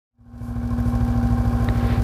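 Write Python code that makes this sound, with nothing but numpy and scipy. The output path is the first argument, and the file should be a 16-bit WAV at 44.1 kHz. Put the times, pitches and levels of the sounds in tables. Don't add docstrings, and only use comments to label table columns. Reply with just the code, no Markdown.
import sys
import numpy as np
from scipy import signal
from scipy.fft import rfft, irfft
from scipy.io import wavfile
from scipy.ndimage import map_coordinates

SR = 44100
rng = np.random.default_rng(int(sys.argv[2]) if len(sys.argv) > 2 else 0)


def unload_wav(signal):
    wavfile.write(
        sys.argv[1],
        SR,
        np.round(np.clip(np.atleast_2d(signal).T, -1, 1) * 32767).astype(np.int16),
    )


N = 89522
T = np.arange(N) / SR

# after_cycle_start_s, relative_level_db
FIRINGS = [(0, 0), (.017, -5.2)]


def from_db(db):
    return 10 ** (np.asarray(db) / 20)


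def rms_one(x):
    return x / np.sqrt(np.mean(x ** 2) + 1e-20)


def curve(rows):
    return np.interp(T, *np.transpose(rows))


def drift(rate_hz):
    return np.interp(T * rate_hz, np.arange(1000), rng.standard_normal(1000))


def noise(colour, size=N):
    hz, db = np.transpose(colour)
    f = np.arange(size // 2 + 1) * SR / size + 1e-3
    gain = from_db(np.interp(np.log(f), np.log(hz), db))
    gain = gain * np.minimum(f / hz[0], 1) ** 2
    return rms_one(irfft(rfft(rng.standard_normal(size)) * gain, size))


def resonate(x, hz, width_hz):
    r = np.exp(-np.pi * width_hz / SR)
    feed = np.array([1, 0, -1]) * (1 - r * r) / 2
    back = [1, -2 * r * np.cos(2 * np.pi * hz / SR), r * r]
    return signal.lfilter(feed, back, x + 1e-18)


def impulses(times_s, db):
    out = np.zeros(N)
    at = np.round(np.asarray(times_s) * SR).astype(int)
    inside = (at >= 0) & (at < N)
    np.add.at(out, at[inside], from_db(db)[inside])
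    return out


def bursts(pushes, attack_s, decay_s):
    envelope = (1 - np.exp(-T / attack_s)) * np.exp(-T / decay_s)
    return signal.fftconvolve(pushes, envelope)[:N]


def swells(rows):
    return sum(from_db(db) * np.exp(-((T - s) / half) ** 2) for s, half, db in rows)


def cycle_starts():
    # time_s, speed_rpm
    speed = [(0, 1613), (.5, 1613), (.6, 1603), (.95, 1603), (1.05, 1614), (1.48, 1614), (1.56, 1589),
             (1.7, 1589), (1.8, 1619)]
    s, rpm = np.transpose(speed)
    starts = [0.111]
    while starts[-1] < T[-1]:
        mid_cycle_s = starts[-1] + 60 / rpm[0]
        starts.append(starts[-1] + 120 / np.interp(mid_cycle_s, s, rpm))
    return np.array(starts)


def each_cycle(starts, rows, spread_db, jitter_s):
    s, db = np.transpose(rows)
    time_chance, level_chance = rng.standard_normal((2, len(starts), len(s)))
    times_s = starts[:, None] + s + jitter_s * time_chance
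    levels_db = db + spread_db * level_chance
    return impulses(times_s.ravel(), levels_db.ravel())


def exhaust(starts):
    # frequency_hz, width_hz, relative_level_db, polarity
    pipe = [(39.4, 8, -27.7, -1), (56.9, 32.4, -24.2, 1), (69.2, 19.2, -22.4, -1), (106.9, 13.6, -24.4, -1)]
    exhaust_db, puff_s = 1, 0.00041
    pulses = each_cycle(starts, FIRINGS, spread_db=0.63, jitter_s=0.0001)
    pulses = pulses * np.mean(np.diff(starts)) * SR / 2
    puff = signal.windows.gaussian(441, puff_s * SR)
    puffs = signal.fftconvolve(pulses, puff / puff.sum(), "same")
    rings = sum(sign * from_db(db) * resonate(puffs, hz, width) for hz, width, db, sign in pipe)
    return from_db(exhaust_db) * rings


def rumble(starts):
    # frequency_hz, density_db_per_hz
    flow_colour = [(18, -17), (45, 9), (90, 12.5), (150, 6.5), (220, -7.5), (320, -18), (600, -41.5)]
    rumble_db = -33
    pushes = each_cycle(starts, FIRINGS, spread_db=5.5, jitter_s=0.00013)
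    flow = rms_one(bursts(pushes, attack_s=0.0058, decay_s=0.049))
    return from_db(rumble_db) * rms_one((flow + 0.4) * noise(flow_colour))


def rattle(starts, rows, colour, decay_s, bed, repeats, spread_db):
    pushes = each_cycle(starts, rows, spread_db, jitter_s=0.00055)
    gate = rms_one(bursts(pushes, 0.0011, decay_s))
    size = int(np.median(np.diff(starts)) * SR)
    position = np.interp(T, starts, np.arange(len(starts))) * size
    looped = map_coordinates(noise(colour, size=size), [position], order=3, mode="grid-wrap")
    share = np.clip(repeats, 0, 1)
    grain = np.sqrt(share) * looped + np.sqrt(1 - share) * noise(colour)
    return rms_one(grain * (gate + bed))


def clatter(starts):
    # after_cycle_start_s, thud_db, clack_db, tick_db
    contacts = [(.001, 5.5, -1.5, -6.5), (.006, 6.5, -12.5, -6), (.019, -17, -1.5, 7.5),
                (.025, 8.5, -23.5, -1), (.0345, 2.5, -24.5, 1), (.0415, -15.5, -1, 6.5),
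                (.056, 4, 1, -16.5), (.070, -44.5, -4.5, 5.5)]
    # frequency_hz, density_db_per_hz
    thud_colour = [(270, -3), (400, -11.5), (520, -2.5), (700, -6.5), (900, -10.5), (1300, -20),
                   (2500, -52)]
    # frequency_hz, density_db_per_hz
    clack_colour = [(600, -6), (1000, 5), (1200, -1.5), (1400, 3.5), (1640, 0.5), (1900, -13), (2330, -16),
                    (2700, -15.5), (3300, -15), (6000, -26)]
    # frequency_hz, density_db_per_hz
    tick_colour = [(1500, 5), (3000, 2.5), (4400, 6.5), (5800, 5.5), (7500, 0.5), (9500, -0.5), (11500, 1),
                   (15000, -11)]
    # frequency_hz, width_hz, level_db
    cover_modes = [(1062.4, 37, -44.5), (1558, 104, -53), (2297, 110, -58.5)]
    # time_s, level_db
    nearing = [(0, -0.5), (.7, 0.5), (1.3, 1), (1.7, 1.5), (2.03, 0.5)]
    thud_db, clack_db, tick_db = -37.5, -43.5, -54

    s, thuds, clacks, ticks = np.transpose(contacts)
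    thud = rattle(starts, np.c_[s, thuds], thud_colour, decay_s=0.0055, bed=0.85, repeats=0.7, spread_db=2.4)
    clack = rattle(starts, np.c_[s, clacks], clack_colour, decay_s=0.013, bed=0.45, repeats=0.29, spread_db=2.0)
    tick = rattle(starts, np.c_[s, ticks], tick_colour, decay_s=0.0051, bed=1.27, repeats=0.14, spread_db=4.5)

    pushes = each_cycle(starts, np.c_[s, clacks], spread_db=1.5, jitter_s=0.00049)
    strikes = bursts(pushes, 0.001, 0.013) * rng.standard_normal(N)
    cover = 0
    for hz, width, db in cover_modes:
        ring = resonate(resonate(strikes, hz, width), hz, 4 * width)
        cover = cover + from_db(db) * rms_one(ring)
    rattles = from_db(thud_db) * thud + from_db(clack_db) * clack + from_db(tick_db) * tick
    return from_db(curve(nearing)) * (rattles + cover)


def wavering_phase(hz, waver):
    return 2 * np.pi * np.cumsum(hz * (1 + waver * drift(14.16))) / SR


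def hum_and_whine():
    # time_s, level_db
    hum_level = [(0, -25.5), (.7, -23), (1.0, -24), (1.28, -23.5), (1.5, -25.5), (2.03, -28)]
    # time_s, level_db
    whine_level = [(0, -41.5), (.8, -41.5), (1.25, -36.5), (1.6, -38), (2.03, -38)]
    # multiple, relative_level_db
    whine_parts = [(1, -1.5), (2, -21), (6, -28)]
    hum_hz, whine_hz = 239.4, 783.2
    hum_gain = np.sqrt(2) * from_db(curve(hum_level) + 0.3 * drift(12))
    hum = hum_gain * np.sin(wavering_phase(hum_hz, waver=0.001))
    phase = wavering_phase(whine_hz, waver=0.0007)
    whine = sum(from_db(db) * np.sin(round(k) * phase) for k, db in whine_parts)
    whine_gain = np.sqrt(2) * from_db(curve(whine_level) + 0.56 * drift(27.2))
    return hum + whine_gain * whine


def click():
    # frequency_hz, relative_level_db, time_to_peak_s
    modes = [(330, -8, .003), (600, -6, .0015), (820, -6, .001), (1400, -6, .0006), (1880, -2, .0008),
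             (3760, -9.5, .0007)]
    click_s, click_db = 1.6872, -17
    age = np.maximum(T - click_s, 0)
    out = 0
    for hz, db, rise_s in modes:
        envelope = age / rise_s * np.exp(1 - age / rise_s)
        out = out + from_db(click_db + db) * envelope * np.sin(2 * np.pi * hz * age)
    return out


def clothing():
    # time_s, level_db
    tick_rows = [(.785, -41), (0.801, -35.5), (1.047, -41), (1.644, -33), (1.869, -38)]
    # frequency_hz, density_db_per_hz
    tick_colour = [(1200, 0), (2000, 10), (3000, -5), (7000, -6), (10000, -6), (12500, 0), (15000, -1)]
    # centre_s, half_length_s, level_db
    swish_rows = [(1.8, 0.12, -44.5), (1.925, 0.065, -40)]
    # frequency_hz, density_db_per_hz
    swish_colour = [(600, 0.5), (1200, 2), (2000, 5.5), (2800, -1.5), (4300, -4), (5500, -17.5),
                    (9000, -36), (15000, -43)]
    # time_s, level_db
    rub_level = [(1.2, -53), (1.45, -42), (1.75, -36.5), (1.93, -36), (2.03, -41)]
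    # frequency_hz, density_db_per_hz
    rub_colour = [(200, -15), (350, 2), (560, -3.5), (800, -16.5), (1400, -16), (3000, -36.5)]
    # centre_s, half_length_s, level_db
    rustle_rows = [(0.46, 0.076, -49.5), (0.888, 0.05, -52.5)]
    # frequency_hz, density_db_per_hz
    rustle_colour = [(2000, -8), (5000, 6), (8000, 6), (11500, 9), (15000, -1)]

    tick_gate = bursts(impulses(*np.transpose(tick_rows)), attack_s=0.00034, decay_s=0.0031)
    ticks = tick_gate * noise(tick_colour)
    flutter = from_db(1.0 * drift(250))
    swish = swells(swish_rows) * flutter * noise(swish_colour)
    rub = from_db(curve(rub_level)) * noise(rub_colour)
    rustles = swells(rustle_rows) * noise(rustle_colour)
    return ticks + rustles + swish + rub


def scene():
    starts = cycle_starts()
    engine = exhaust(starts) + rumble(starts) + clatter(starts)
    return (engine + hum_and_whine() + click() + clothing())[None]


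def record(dry):
    # time_s, level_db
    fade = [(.11, -80), (.15, -49.5), (.21, -32.5), (.33, -20), (.45, -11), (.57, -8), (.8, -3), (1.0, -1),
            (2.03, 0)]
    cutoff_hz = 15300
    opening = np.clip(T / fade[0][0], 0, 1) ** 2
    faded = dry * from_db(curve(fade)) * opening
    low_pass = signal.ellip(14, 0.1, 80, cutoff_hz, fs=SR, output="sos")
    return signal.sosfilt(low_pass, faded)


dry = scene()
out = record(dry)
unload_wav(out)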